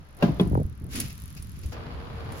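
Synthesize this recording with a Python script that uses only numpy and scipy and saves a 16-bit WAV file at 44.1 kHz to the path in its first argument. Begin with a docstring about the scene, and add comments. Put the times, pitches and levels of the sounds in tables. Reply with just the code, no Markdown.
"""A mountain bike coasts over a hollow wooden ramp, front wheel then rear: boards ring, the box booms. It flies
with its freewheel ticking, lands on a lawn with a swish and a chain clack, and rolls on. Wind rumbles and
knocks at the microphone. Then, just after a last frame rattle, the scene changes to a dirt track, where a
distant bike rolls closer."""
import sys
import numpy as np
from scipy import signal
from scipy.fft import rfft, irfft, next_fast_len
from scipy.io import wavfile
from scipy.ndimage import map_coordinates

SR = 44100
rng = np.random.default_rng(int(sys.argv[2]) if len(sys.argv) > 2 else 0)


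def file_out(sig):
    """Save sig as 16-bit WAV at sys.argv[1]."""
    # one column per channel
    cols = np.atleast_2d(sig).T
    # limit, then scale
    lim = np.clip(cols, -1, 1)
    pcm = np.round(lim * 32767).astype(np.int16)
    wavfile.write(sys.argv[1], SR, pcm)


N = 105840

# tyre noise on concrete and plywood: f/Hz, level/dB
HARD_GROUND = [(150, 4), (600, 5.5), (1800, -8.5), (2700, -11.5), (4800, -16), (7000, -27.5), (16000, -29)]
BIKE_LEAD_S, BUMPS_PER_S = 0.00013, 14


def amp(db):
    """Decibels to gain."""
    return 10 ** (np.asarray(db) / 20)


def unit(x):
    """Scale to rms 1."""
    return x / np.sqrt(np.mean(x ** 2) + 1e-20)


def along(points, hz):
    """Interpolate (f/Hz, value) points on a log axis."""
    f, v = np.transpose(points)
    return np.interp(np.log(hz + 1), np.log(f + 1), v)


def clock():
    """Sample times in s."""
    return np.arange(N) / SR


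def since(s):
    """Time since s, zero before it."""
    return np.maximum(clock() - s, 0)


def curve(points):
    """Interpolate (t/s, value) points at each sample."""
    return np.interp(clock(), *np.transpose(points))


def level(points):
    """Gain along (t/s, level/dB) points."""
    return amp(curve(points))


def fade(t, t60_s, rise_s=0.0001):
    """Quick rise, exponential decay."""
    return (1 - np.exp(-t / rise_s)) * np.exp(-np.log(1000) * t / t60_s)


def wobble(knots_per_s):
    """Smooth random curve."""
    return map_coordinates(rng.standard_normal(int(N * knots_per_s / SR) + 4), [clock() * knots_per_s])


def filtered(x, response):
    """Apply a frequency response."""
    m = next_fast_len(N + SR // 4)
    return irfft(rfft(x, m) * response(np.fft.rfftfreq(m, 1 / SR)), m)[..., :N]


def placed(x, lead_s, pan_db=0):
    """Mono to stereo; positive values make the left earlier and louder."""
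    sides = np.array([[.5], [-.5]])
    return filtered(x, lambda hz: amp(sides * pan_db) * np.exp(2j * np.pi * hz * lead_s * sides))


def spread(pair, spectrum):
    """Colour two unrelated signals and mix them to open-air stereo of rms 1."""
    # left-right likeness of open air: f/Hz, correlation
    likeness = [(60, 0.67), (250, 0.79), (500, 0.36), (1000, -0.11)]
    turn = lambda hz: np.arccos(np.clip(along(likeness, hz), -1, 1)) / 2
    mid, side = filtered(pair, lambda hz: amp(along(spectrum, hz)) * [np.cos(turn(hz)), np.sin(turn(hz))])
    return unit(np.array([mid + side, mid - side]))


def noise(spectrum):
    """Coloured stereo noise."""
    return spread(rng.standard_normal((2, N)), spectrum)


def crunch(spectrum, snaps_per_s=420, snap_db=-4):
    """Tiny uneven snaps on a bed of noise."""
    snaps = (rng.random(N) < snaps_per_s / SR) * rng.standard_normal((2, N))
    return unit(noise(spectrum) + amp(snap_db) * spread(snaps, spectrum))


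def ring(modes, t, rise_s, pitch=1, scatter_db=2.0):
    """Damped modes, their levels scattered at each blow."""
    return sum(amp(db + scatter_db * rng.normal()) * fade(t, t60_s, rise_s)
               * np.sin(2 * np.pi * hz * pitch * t) for hz, db, t60_s in modes)


def wind(air_db=-51):
    """Gusty rumble over faint outdoor air."""
    # gusts: t/s, level/dB
    gusts = [(0, -39.5), (.06, -61), (.16, -51.5), (.29, -36), (.56, -24.5), (.66, -32), (.76, -43),
             (1.04, -35.5), (1.15, -44), (1.55, -41), (1.7, -36.5)]
    # spectra: f/Hz, level/dB
    rumble = [(22, -55), (42, -8.5), (60, 4.5), (100, 0.5), (170, -6), (350, -22.5), (1500, -56.5)]
    air = [(100, 9.5), (500, -23.5), (1200, -8), (3000, -20), (6000, -25.5), (16000, -83)]
    return level(gusts) * noise(rumble) + amp(air_db) * noise(air)


def freewheel(click_t60_s=.008, tail_db=-20, tail_t60_s=.06):
    """One bright click each time the pawl drops over a tooth."""
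    # tooth rate: t/s, rate/Hz
    tooth_rate = [(0, 50.9), (.24, 49.7), (.31, 37.5), (.42, 49.3), (.67, 28.8), (.81, 47.8), (.87, 39.7),
                  (1.02, 51.1), (1.17, 38.2), (1.22, 56.4), (1.29, 41.9), (1.72, 41.2)]
    # click strength: t/s, level/dB
    click_levels = [(0, -61.5), (.2, -46.5), (.64, -45), (.75, -50), (1.15, -36.5), (1.72, -47)]
    # pawl spectrum: f/Hz, level/dB
    pawl = [(3000, -10.5), (8500, -6.5), (10300, 7), (12000, 2.5), (16000, -12)]
    teeth_passed = np.floor(np.cumsum(curve(tooth_rate)) / SR + .5)
    drops = np.diff(teeth_passed, prepend=teeth_passed[0])
    drops *= amp(curve(click_levels) + 2 * rng.standard_normal(N))
    t = clock()[:SR // 10]
    click = fade(t, click_t60_s) + amp(tail_db) * fade(t, tail_t60_s)
    return signal.fftconvolve(drops, click)[:N] * noise(pawl)


def tyres(bump_db=3.5):
    """Rolling on concrete and plywood, then swishing through grass over bumpy soil."""
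    # rolling noise per surface: t/s, level/dB
    driveway = [(0, -59.5), (.16, -58.5), (.22, -38), (.42, -46), (.55, -55), (.72, -78)]
    grass = [(.875, -72), (.9, -53.5), (.925, -41), (.965, -36), (1.03, -41.5), (1.07, -45), (1.14, -54),
             (1.5, -58.5), (1.72, -54.5)]
    turf = [(.75, -66), (.82, -43), (.9, -48), (.97, -39), (1.15, -55.5), (1.55, -57), (1.68, -48)]
    # swish and rumble spectra: f/Hz, level/dB
    blades = [(350, -17.5), (1200, 4), (2600, 6.5), (7000, 2.5), (10000, 5.5), (16000, -7.5)]
    soil = [(60, -3.5), (150, -3), (280, -6), (450, -15), (8000, -69)]
    bumps = unit(amp(bump_db * wobble(BUMPS_PER_S)))
    roll = level(driveway) * noise(HARD_GROUND)
    swish = level(grass) * crunch(blades)
    return roll + swish + level(turf) * bumps * noise(soil)


def chain(slap_t60_s=0.051, rattle_t60_s=0.13):
    """Steel slaps, hardest on landing; loose fittings rattle, once more just as the scene changes."""
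    # chain slaps: t/s, level/dB
    chain_hits = [(0.171, -49.5), (0.41, -39), (0.473, -47), (0.957, -30), (1.0004, -18), (1.424, -37.5),
                  (1.66, -41), (2.321, -39)]
    # frame rattles, the last just as the scene changes: t/s, level/dB
    soft_hits = [(0.951, -32.5), (1.005, -34), (1.04, -46.5), (1.096, -42), (1.365, -42.5), (1.555, -53),
                 (1.631, -45.5), (1.72, -42.5)]
    # spectra: f/Hz, level/dB
    steel = [(300, -26), (7000, -2.5), (9500, 14), (10500, 6.5), (16000, -4)]
    frame = [(400, -19), (650, 0.5), (1000, -13), (2600, 4), (3400, -9.5), (4900, 1.5), (9000, -10.5)]
    slaps = sum(amp(db) * fade(since(s), slap_t60_s) for s, db in chain_hits)
    bursts = sum(amp(db) * fade(since(s), rattle_t60_s, rise_s=0.0022) for s, db in soft_hits)
    steel_noise = unit(filtered(rng.standard_normal(N), lambda hz: amp(along(steel, hz))))
    return placed(slaps * steel_noise, lead_s=.000025) + bursts * crunch(frame)


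def ramp(ring_rise_s=0.00069, boom_lag_s=.0005, boom_rise_s=0.0066):
    """Each tyre cracks on the plywood, rings the boards and its wheel, then swells the box's boom."""
    # tyre strikes: t/s, boom level/dB, board level/dB, crack level/dB, boom pitch ratio
    blows = [(0.2243, -11, -18, -23, 1), (0.279, -16, -33.5, -46, 0.87),
             (0.3971, -13.5, -24.5, -29.5, 1.02), (.456, -23.5, -40, -57, 0.92)]
    # modes: f/Hz, level/dB, t60/s
    box_modes = [(124, -18, 0.44), (177.5, 2, 0.11), (232.5, -0.5, 0.087), (320, -7.5, 0.12),
                 (394, -3.5, 0.079)]
    board_modes = [(500, -8, 0.1), (587, 1, 0.13), (693, -3, 0.19), (807, -6, 0.14), (1004, -5, 0.1)]
    front_modes = [(1335, -35, .1), (1615, -35, .12), (2735, -28, .065)]
    rear_modes = [(442, -15, 0.045), (1039, -34, 0.11), (2506, -30, .05), (3410, -22, .035)]
    box, boards, crack = np.zeros((3, N))
    for s, boom_db, board_db, crack_db, pitch in blows:
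        t, late = since(s), since(s + boom_lag_s)
        swell = 2 * (1 - np.exp(-late / boom_rise_s))
        box += amp(boom_db) * ring(box_modes, late, boom_rise_s, pitch) * swell
        boards += amp(board_db) * ring(board_modes, t, ring_rise_s) / 2
        snap = fade(t, t60_s=0.021, rise_s=ring_rise_s)
        rattle = fade(t, t60_s=0.21, rise_s=ring_rise_s)
        crack += amp(crack_db) * (snap + rattle)
    front = ring(front_modes, since(blows[0][0]), ring_rise_s)
    rear = ring(rear_modes, since(blows[2][0]), ring_rise_s)
    body = placed(box + front + rear, BIKE_LEAD_S, pan_db=1)
    return body + placed(boards, BIKE_LEAD_S, pan_db=9) + crack * noise(HARD_GROUND)


def yard(x, t60_s=0.38, cutoff_hz=1200):
    """Thin, dull scatter from houses and trees."""
    tail = rng.standard_normal((2, SR // 2)) * fade(clock()[:SR // 2], t60_s, rise_s=0.0044)
    dull = filtered(x, lambda hz: 1 / (1 + (hz / cutoff_hz) ** 2))
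    return signal.fftconvolve(dull, tail / np.linalg.norm(tail[0]), axes=1)[:, :N]


def knocks(sag_s=0.0024, end_hz=120.3, roughness=1.1):
    """Short, rough wind knocks at the microphone, each falling fast in pitch."""
    # knocks: t/s, level/dB, starting f/Hz
    hits = [(0.514, -20, 550), (.5305, -16.5, 954), (0.552, -16.5, 1734), (0.5747, -16, 1150),
            (0.591, -27.5, 1010), (0.599, -15, 556), (0.614, -15, 740)]
    out = np.zeros(N)
    for s, db, start_hz in hits:
        t = since(s)
        sag = np.exp(-t / sag_s)
        cycles = end_hz * t + (start_hz - end_hz) * sag_s * (1 - sag)
        rough = roughness * np.sqrt(sag) * wobble(knots_per_s=800) * np.cos(np.pi * start_hz * t)
        out += amp(db) * fade(t, t60_s=0.11, rise_s=0.0018) * (np.sin(2 * np.pi * cycles) + rough)
    return out


def thuds(t60_s=0.059, rise_s=0.00094):
    """Soft low thuds from gusts and from wheels on turf."""
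    # thuds: t/s, level/dB, f/Hz
    hits = [(0.653, -14, 88.5), (.813, -26, 130), (0.837, -24, 96), (0.892, -28.5, 135), (.947, -28.5, 272),
            (.976, -30.5, 242), (1.016, -29.5, 218), (1.054, -23.5, 134), (1.238, -26, 103),
            (1.363, -27.5, 146), (1.398, -24.5, 91), (1.452, -26.5, 106), (1.573, -30, 143),
            (1.656, -17.5, 73.6)]
    return sum(amp(db) * fade(since(s), t60_s, rise_s) * np.sin(2 * np.pi * hz * since(s))
               for s, db, hz in hits)


def dirt_track(whirr_hz=461, waver=.035, flutter_db=4, whirr_db=-54.5, drone_db=-38):
    """Rolling rush, wavering tyre whirr, a low drone, and grit that grows as the bike nears."""
    # tyres on the track: t/s, level/dB
    rolling = [(1.74, -42), (2.05, -44), (2.35, -41.5)]
    grit = [(2, -65.5), (2.3, -61.5), (2.4, -48)]
    # spectra: f/Hz, level/dB
    dirt = [(120, -22), (240, 2), (320, -1.5), (1150, -5), (1700, -11), (4800, -21), (6000, -34.5),
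            (16000, -76)]
    gravel = [(1500, -28), (5000, 12), (11000, 14.5), (16000, 5)]
    drone = [(20, -16), (79, 6.5), (100, 1), (145, -4), (300, -21.5), (800, -70)]
    cycles = np.cumsum(whirr_hz * (1 + waver * wobble(knots_per_s=14))) / SR
    whirr = unit(amp(flutter_db * wobble(BUMPS_PER_S)) * np.sin(2 * np.pi * cycles))
    rush = level(rolling) * crunch(dirt) + amp(whirr_db) * placed(whirr, BIKE_LEAD_S, pan_db=13)
    return rush + amp(drone_db) * noise(drone) + level(grit) * crunch(gravel)


def scene(cut_s=1.722, yard_db=-13.5):
    """The jump on the lawn, then the dirt track; the chain clacks in both."""
    wood = ramp()
    scatter = amp(yard_db) * yard(wood)
    buffets = placed(knocks() + thuds(), lead_s=-0.00039)
    lawn = wood + scatter + buffets + freewheel() + tyres() + wind()
    return np.where(clock() < cut_s, lawn, dirt_track()) + chain()


def record(dry, top_hz=16200):
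    """Microphone ports notch the treble; nothing passes above the band limit."""
    # port notches: f/Hz, width/Hz, level/dB
    ports = [(8486, 750, -15.5), (13050, 450, -15)]
    notches = lambda hz: amp(sum(db * np.exp(-((hz - f) / width) ** 2) for f, width, db in ports))
    return filtered(dry, lambda hz: notches(hz) * (hz < top_hz))


dry = scene()
out = record(dry)
file_out(out)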